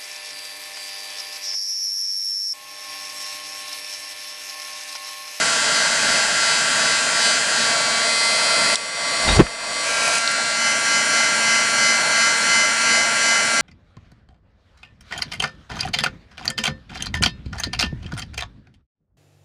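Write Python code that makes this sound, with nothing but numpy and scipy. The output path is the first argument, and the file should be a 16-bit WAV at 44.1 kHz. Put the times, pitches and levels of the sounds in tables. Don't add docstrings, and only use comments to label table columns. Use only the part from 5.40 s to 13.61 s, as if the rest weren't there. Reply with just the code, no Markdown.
import sys
import numpy as np
from scipy import signal
from scipy.fft import rfft, irfft, next_fast_len
from scipy.io import wavfile
from scipy.ndimage import uniform_filter1d, map_coordinates

SR = 44100
rng = np.random.default_rng(int(sys.argv[2]) if len(sys.argv) > 2 else 0)


def transcribe(signal):
    frames = np.atleast_2d(signal).T
    limited = np.clip(frames, -1, 1)
    pcm = np.round(limited * 32767).astype(np.int16)
    wavfile.write(sys.argv[1], SR, pcm)


def magnitude_from_level(level_db):
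    exponent = np.asarray(level_db, float) / 20
    return 10 ** exponent


N = 362061
RIPPLE_HZ, FIRST_RIPPLED = 120, 9
USUAL_HZ, STEP = 229, 128


def unit(x):
    return x / np.sqrt(np.mean(x ** 2) + 1e-20)


def along(points, hz):
    f, v = np.transpose(points)
    return np.interp(np.log(hz + 1), np.log(f + 1), v)


def curves(rows):
    s, *cols = np.transpose(rows)
    t = np.arange(N) / SR
    return [np.interp(t, s, c, left=c[0], right=c[-1]) for c in cols]


def wobble(rate, size=1):
    knots = rng.standard_normal(int(N * rate / SR) + 4)
    return map_coordinates(knots, [np.arange(0, N, size) * rate / SR], order=1)


def filtered(x, gain_db):
    m = next_fast_len(len(x) + 8192)
    gain = magnitude_from_level(gain_db(np.fft.rfftfreq(m, 1 / SR)))
    return irfft(rfft(x, m) * gain, m)[:len(x)]


def noise(gain_db):
    return unit(filtered(rng.standard_normal(N), gain_db))


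ORDER_LEVELS = [-43.5, -54.5, -43.5, -44.5, -33.5, -29, -25.5, -33, -26.5, -30.5, -37.3, -41, -37.0, -35.8,
                -44, -40, -39, -33, -39, -34, -33.5, -38, -43, -41.5, -33, -33, -36.5, -48, -43.5, -41, -37,
                -43.5, -38.5, -42, -45, -45, -44.5, -45, -45.5, -41, -62, -50.5, -40, -49.3, -56]
# frequency_hz, level_db
SIDE_LINES = [(2000, -42.5), (3000, -47.5), (3600, -48.5), (4600, -42), (5500, -45), (6500, -47.5),
              (8500, -51), (10300, -57)]


def whine(flutter_db, side_flutter_db, trim_db, spread):
    turn = np.exp(1j * shaft_angle()).astype(np.complex64)
    mains = np.exp(2j * np.pi * RIPPLE_HZ * np.arange(N) / SR).astype(np.complex64)
    orders = np.arange(len(ORDER_LEVELS)) + 1
    out, spin = np.zeros(N), 1

    def smooth(slow):
        return np.interp(np.arange(N), np.arange(0, N, STEP), slow)

    for k, db, gain in zip(orders, ORDER_LEVELS, arrival(orders)):
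        spin = spin * turn
        start = np.exp(1j * (np.pi * k * k / spread + .5 * wobble(2, size=STEP)))
        line_db = db + trim_db * k / FIRST_RIPPLED + flutter_db * wobble(7, size=STEP)
        line = smooth(magnitude_from_level(line_db) * gain * start)
        side_db = along(SIDE_LINES, k * USUAL_HZ) + 2 * rng.standard_normal()
        side_db = side_db + side_flutter_db * wobble(5, size=STEP)
        side = smooth(magnitude_from_level(side_db) * np.sqrt(gain) * start)
        ripple = (mains * np.exp(1j * rng.uniform(0, 2 * np.pi))).real * (k >= FIRST_RIPPLED)
        out += (spin * (line + 2j * ripple * side)).imag
    return np.sqrt(2) * out


# time_s, shaft_hz
SHAFT_SPEED = [(0.0, 228.2), (0.73, 229.4), (0.8, 228.2), (1.39, 228.6), (1.55, 227.6), (1.76, 228.7),
               (2.19, 228.5), (2.38, 227.7), (2.79, 229.0), (3.41, 229.0), (4.0, 229.9), (4.39, 229.9),
               (4.64, 228.0), (4.92, 229.5), (6.54, 229.1), (6.61, 229.5), (8.14, 228.9), (8.21, 228.4)]


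def shaft_angle():
    return 2 * np.pi * np.cumsum(curves(SHAFT_SPEED)[0]) / SR


# time_s, pose (numbered as the rows of POSE_SOUND)
HOLDING = [(0, 0), (2.2, 0), (2.36, 1), (2.6, 1), (2.68, 2), (3.3, 2), (3.45, 3), (4.4, 3), (4.5, 4),
           (4.76, 4), (4.84, 5), (5.12, 5), (5.2, 6), (8.21, 6)]
# direct_db, swell_share as the nozzle nears, aside_share of the aside colour in the rush
POSE_SOUND = [
    (-3, 0.25, 0),
    (-3.5, 0.067, 0.19),
    (-2.5, 0, 0.87),
    (-4.3, 0, 1),
    (-2, 0, 1),
    (-2, 0, 0),
    (-3.5, 0.29, 0),
]
# pose, share, delay_ms, added_ms at full reach, added_ms at full sweep
MOVING_PATHS = [(0, 0.43, 0.265, -0.001, 0.002), (0, 0.28, 2.031, -0.03, -0.023),
                (0, 0.2, 2.779, 0.022, 0.016), (0, 0.23, 2.559, 0.03, -0.007),
                (0, 0.3, 0.611, 0.007, 0.008), (0, 0.17, 4.199, -0.041, -0.007),
                (0, 0.12, 2.812, 0.064, 0.007), (0, 0.12, 2.342, -0.043, 0.02),
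                (0, 0.16, 2.392, 0.002, 0.006), (6, 0.32, 3.005, -0.006, -0.001),
                (6, 0.26, 0.944, 0.012, 0.014), (6, 0.19, 0.662, -0.07, -0.024),
                (6, 0.14, 1.899, 0.088, 0.028), (6, 0.34, 3.646, 0.003, -0.005),
                (6, 0.16, 2.036, -0.047, 0.006), (6, 0.21, 0.148, 0.024, -0.004),
                (6, 0.27, 3.96, 0.001, 0.003), (6, 0.08, 3.286, -0.015, 0.087)]
# pose, share, delay_ms
STILL_ECHOES = [(1, 0.34, 0.254), (1, 0.22, 1.785), (1, 0.17, 3.751), (1, 0.21, 3.488), (1, 0.13, 2.9),
                (2, 0.51, 0.232), (2, 0.31, 3.455), (2, 0.34, 2.323), (2, 0.26, 1.907), (2, 0.24, 1.48),
                (3, 0.71, 0.242), (3, 0.62, 3.482), (3, 0.5, 1.938), (3, 0.38, 2.017), (3, 0.2, 1.605),
                (4, 0.31, 0.769), (4, 0.09, 3.052), (4, 0.27, 1.777), (4, 0.37, 2.049), (4, 0.22, 2.134),
                (5, 0.32, 0.736), (5, 0.37, 2.921), (5, 0.24, 1.793), (5, 0.27, 1.369), (5, 0.21, 0.248)]


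def arrival(orders):
    pose, reach, sweep = (v[::STEP] for v in (*curves(HOLDING), *hand()))
    paths = np.ones((len(POSE_SOUND), len(orders), len(pose)), complex)
    still = [(*row, 0, 0) for row in STILL_ECHOES]
    for held, share, ms, per_reach, per_sweep in list(MOVING_PATHS) + still:
        delay = (ms + per_reach * reach + per_sweep * sweep) / 1000
        paths[int(held)] += share * np.exp(-2j * np.pi * USUAL_HZ * orders[:, None] * delay)
    total = 0
    for held, (db, swell, _) in enumerate(POSE_SOUND):
        presence = np.clip(1 - abs(pose - held), 0, 1)
        total = total + presence * magnitude_from_level(db) * np.exp(swell * reach) * abs(paths[held]) ** 1.235
    return total


# time_s, lap_size
HAND_LAPS = [(0, 0), (.37, 0.57), (.72, 0.66), (1.1, 0.83), (1.46, 0.62), (1.86, 1.6), (2.28, 0.86),
             (2.6, 0), (4.92, 0), (5.27, 0.77), (5.55, 0.69), (5.78, .65), (6.12, 0.62), (6.46, 0.85),
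             (6.82, 0.88), (7.16, 0.86), (7.54, 1), (7.9, 0.67), (8.27, 1)]


def hand():
    s, size = np.transpose(HAND_LAPS)
    t = np.arange(N) / SR
    laps_done = np.interp(t, s, range(len(s)))
    place = np.interp(t, s, size) * np.exp(2j * np.pi * laps_done)
    return place.real, place.imag


# time_s, level_db
AIR_LEVEL = [(0, -20.5), (1, -21), (2, -21.5), (2.4, -21.5), (2.7, -24.5), (3.3, -21.5), (3.6, -21),
             (3.85, -21.5), (4.1, -20.5), (4.3, -20.5), (4.5, -23), (4.75, -22.5), (4.9, -21.5),
             (5.3, -21.5), (5.7, -21.5), (6.5, -21.5), (7.5, -21.5), (8.21, -21.5)]
# frequency_hz, density_db per Hz
RUSH_COLOUR = [(20, -22), (70, -28), (150, -12), (300, -10.5), (620, -1), (1000, -6.5), (1450, 1),
               (2000, -2), (3200, -8.5), (4200, -6), (5000, -9), (6200, -13), (8000, -13), (9800, -17.5)]
# centre_hz, width_hz, depth_db
ECHO_HOLLOWS = [(386.5, 39, -10), (514, 44.6, -7.5), (762.5, 30.6, -9), (1198, 92, -10.5), (1763, 103, -3),
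                (2199, 77, -11.5), (2444, 29, -7), (2916, 100, -7.5), (3610, 300, -7), (4490, 130, -6),
                (6100, 240, -2)]
# delay_s, share
NEAR_ECHOES = [(.0021, 0.13), (.0047, 0.18)]
# frequency_hz, gain_db
ASIDE_COLOUR = [(330, 1), (500, 5.5), (740, 3.5), (850, 0), (950, 3), (1150, 5.5), (1550, -4.5), (1850, 0),
                (2400, 1), (2800, -3), (3050, 4), (3400, 1), (4100, 0.5), (6000, 1)]
# centre_hz, width_hz, share per reach
NOZZLE_BEAM = (5200, 500, 0.26)


def rush(patchy_db, beat, reach_db):
    (pose,), (air_db,), (reach, _) = curves(HOLDING), curves(AIR_LEVEL), hand()
    z = signal.stft(rng.standard_normal(N + 512), nperseg=512)[2]
    patches = uniform_filter1d(rng.standard_normal(z.shape), 6, 0)
    patches = uniform_filter1d(patches, 20, 1)
    raw = signal.istft(z * magnitude_from_level(patchy_db * unit(patches)), nperseg=512)[1][:N]
    mains = np.sin(2 * np.pi * RIPPLE_HZ * np.arange(N) / SR)
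    chop = 1 + beat * (np.sin(shaft_angle()) + 0.7 * mains)

    def colour(hz):
        hollows = sum(db * np.exp(-.5 * ((hz - c) / w) ** 2) for c, w, db in ECHO_HOLLOWS)
        echoes = sum(share * np.exp(-2j * np.pi * hz * s) for s, share in NEAR_ECHOES)
        comb = abs(1 + (hz > 3000) * echoes)
        return along(RUSH_COLOUR, hz) + hollows + 20 * np.log10(comb + 1e-3)

    near = unit(filtered(raw * chop, colour))
    beam_hz, width_hz, share = NOZZLE_BEAM
    near = near + share * reach * filtered(near, lambda hz: -12 * ((hz - beam_hz) / width_hz) ** 2)
    aside = np.interp(pose, range(len(POSE_SOUND)), [part for *_, part in POSE_SOUND])
    turned = filtered(near, lambda hz: along(ASIDE_COLOUR, hz))
    return magnitude_from_level(air_db + reach_db * reach) * ((1 - aside) * near + aside * turned)


# start_s, peak_db, centre_hz, width_hz, t60_s
PAPER_SNAPS = [
    (3.356, 1, 3580, 1200, 0.018),
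    (3.3554, 0, 5500, 1500, .015),
    (3.3557, 3, 8000, 3500, .02),
    (3.882, -14, 3750, 220, .3),
    (4.582, -18, 1190, 900, .03),
    (4.066, -4, 2020, 2000, 0.027),
    (4.7835, -9, 4900, 1600, .008),
    (4.7836, -8, 8300, 3000, .008),
    (4.876, -3, 4270, 3200, 0.011),
    (4.913, -15, 10000, 2000, .03),
]


def snaps():
    out, t = np.zeros(N), np.arange(SR // 20) / SR
    for s, db, centre_hz, width_hz, t60 in PAPER_SNAPS:
        burst = filtered(rng.standard_normal(len(t)), lambda hz: -12 * ((hz - centre_hz) / width_hz * 2) ** 2)
        burst = burst * magnitude_from_level(-60 * t / t60) * np.minimum(t / 0.00036, 1)
        out[round(s * SR):][:len(t)] += magnitude_from_level(db) * burst / abs(burst).max()
    return out


# time_s, buffet_db,
# rustle_db
STRIP_WIND = [(3.8, -60, -52), (3.85, -31, -29), (3.885, -17.5, -21), (3.91, -17, -18), (3.93, -18, -27),
              (3.96, -30, -27), (4.02, -5, -42), (4.05, -23, -50), (4.1, -40, -60),
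              (4.5, -60, -60), (4.62, -46, -60), (4.82, -70, -60)]
# time_s, swing_hz, level_db
MIC_EDDY = [(3.955, 60, -30), (3.97, 62, -8), (3.989, 128, -8), (3.993, 110, 12), (3.999, 200, 18),
            (4.004, 420, 20), (4.013, 140, 6), (4.022, 150, -3), (4.04, 85, -32)]


def waved_strip():
    buffet_db, rustle_db = curves(STRIP_WIND)
    swing_hz, eddy_db = curves([(0, 60.3, -120), (3.94, 60.3, -120), *MIC_EDDY, (4.08, 80, -120)])
    fade = np.interp(np.arange(N) / SR, [3.7, 3.8, 4.82, 4.9], [0, 1, 1, 0])
    # (Hz, dB per Hz)
    buffet_colour = [(10, -20), (28, 1), (50, 2.5), (90, -12), (160, -9), (500, -16), (1200, -45), (5000, -90)]
    rustle_colour = [(300, -20), (700, 11), (2000, 1), (3000, 2), (4500, -4), (6000, -6), (7500, -20),
                     (11000, -32)]
    ragged_colour = [(60, -12), (300, -0.5), (700, -3.5), (2000, -13), (8000, -36)]
    buffet = noise(lambda hz: along(buffet_colour, hz))
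    rustle = unit(magnitude_from_level(6 * wobble(300)) * noise(lambda hz: along(rustle_colour, hz)))
    ragged = noise(lambda hz: along(ragged_colour, hz))
    eddy = np.sin(2 * np.pi * np.cumsum(swing_hz) / SR + 1.3) + .4 * ragged
    return fade * (magnitude_from_level(buffet_db) * buffet + magnitude_from_level(rustle_db) * rustle) + magnitude_from_level(eddy_db) * eddy


# time_s, level_db
SLIDE_LEVEL = [(4.38, -40), (4.46, -24), (4.56, -23), (4.6, -27), (4.64, -22), (4.76, -20.5), (4.8, -25),
               (4.86, -45)]
# frequency_hz, density_db per Hz
SLIDE_BANDS = [(400, -23), (670, 3), (1000, -26), (1450, -17), (2000, -24), (2450, 8), (3000, -18),
               (4900, -7), (8000, -8), (11000, -11)]


def slide():
    grainy = magnitude_from_level(3 * wobble(150)) * noise(lambda hz: along(SLIDE_BANDS, hz))
    level_db = curves([(4.3, -120), *SLIDE_LEVEL, (4.95, -120)])[0]
    return magnitude_from_level(level_db) * unit(grainy)


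def scene():
    tool = whine(flutter_db=1, side_flutter_db=2.5, trim_db=.5, spread=4.6)
    air = rush(patchy_db=1.2, beat=.05, reach_db=.4)
    return (tool + air + snaps() + waved_strip() + slide())[None]


# start_s, gain_db, hold_s, recovery_s
GAIN_TRIPS = [
    (3.35, -10.5, .17, .24),
    (3.972, -6, .02, .5),
    (3.99, -13.5, .19, .27),
    (4.783, -4, .3, .25),
]


def gain_control():
    t, gain_db = np.arange(N) / SR, np.zeros(N)
    for s, db, hold, recovery in GAIN_TRIPS:
        after = db * np.exp(-np.maximum(t - s - hold, 0) / recovery)
        gain_db = np.where(t >= s, after, gain_db)
    return uniform_filter1d(gain_db, size=40)


def roll_off(x):
    return signal.sosfilt(signal.butter(12, 12310, fs=SR, output="sos"), x)


# frequency_hz, gain_db
MIC_RESPONSE = [(20, 0.5), (9800, -0.5), (10500, -3), (11000, -11.5), (12000, -18.5), (12400, -36)]


def record(dry):
    x = dry[0] * magnitude_from_level(gain_control())
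    x = x / (1 + abs(x / .67) ** 10) ** (1 / 10)
    mix = filtered(x, lambda hz: along(MIC_RESPONSE, hz))[None]
    return roll_off(mix)


dry = scene()
out = record(dry)
transcribe(out)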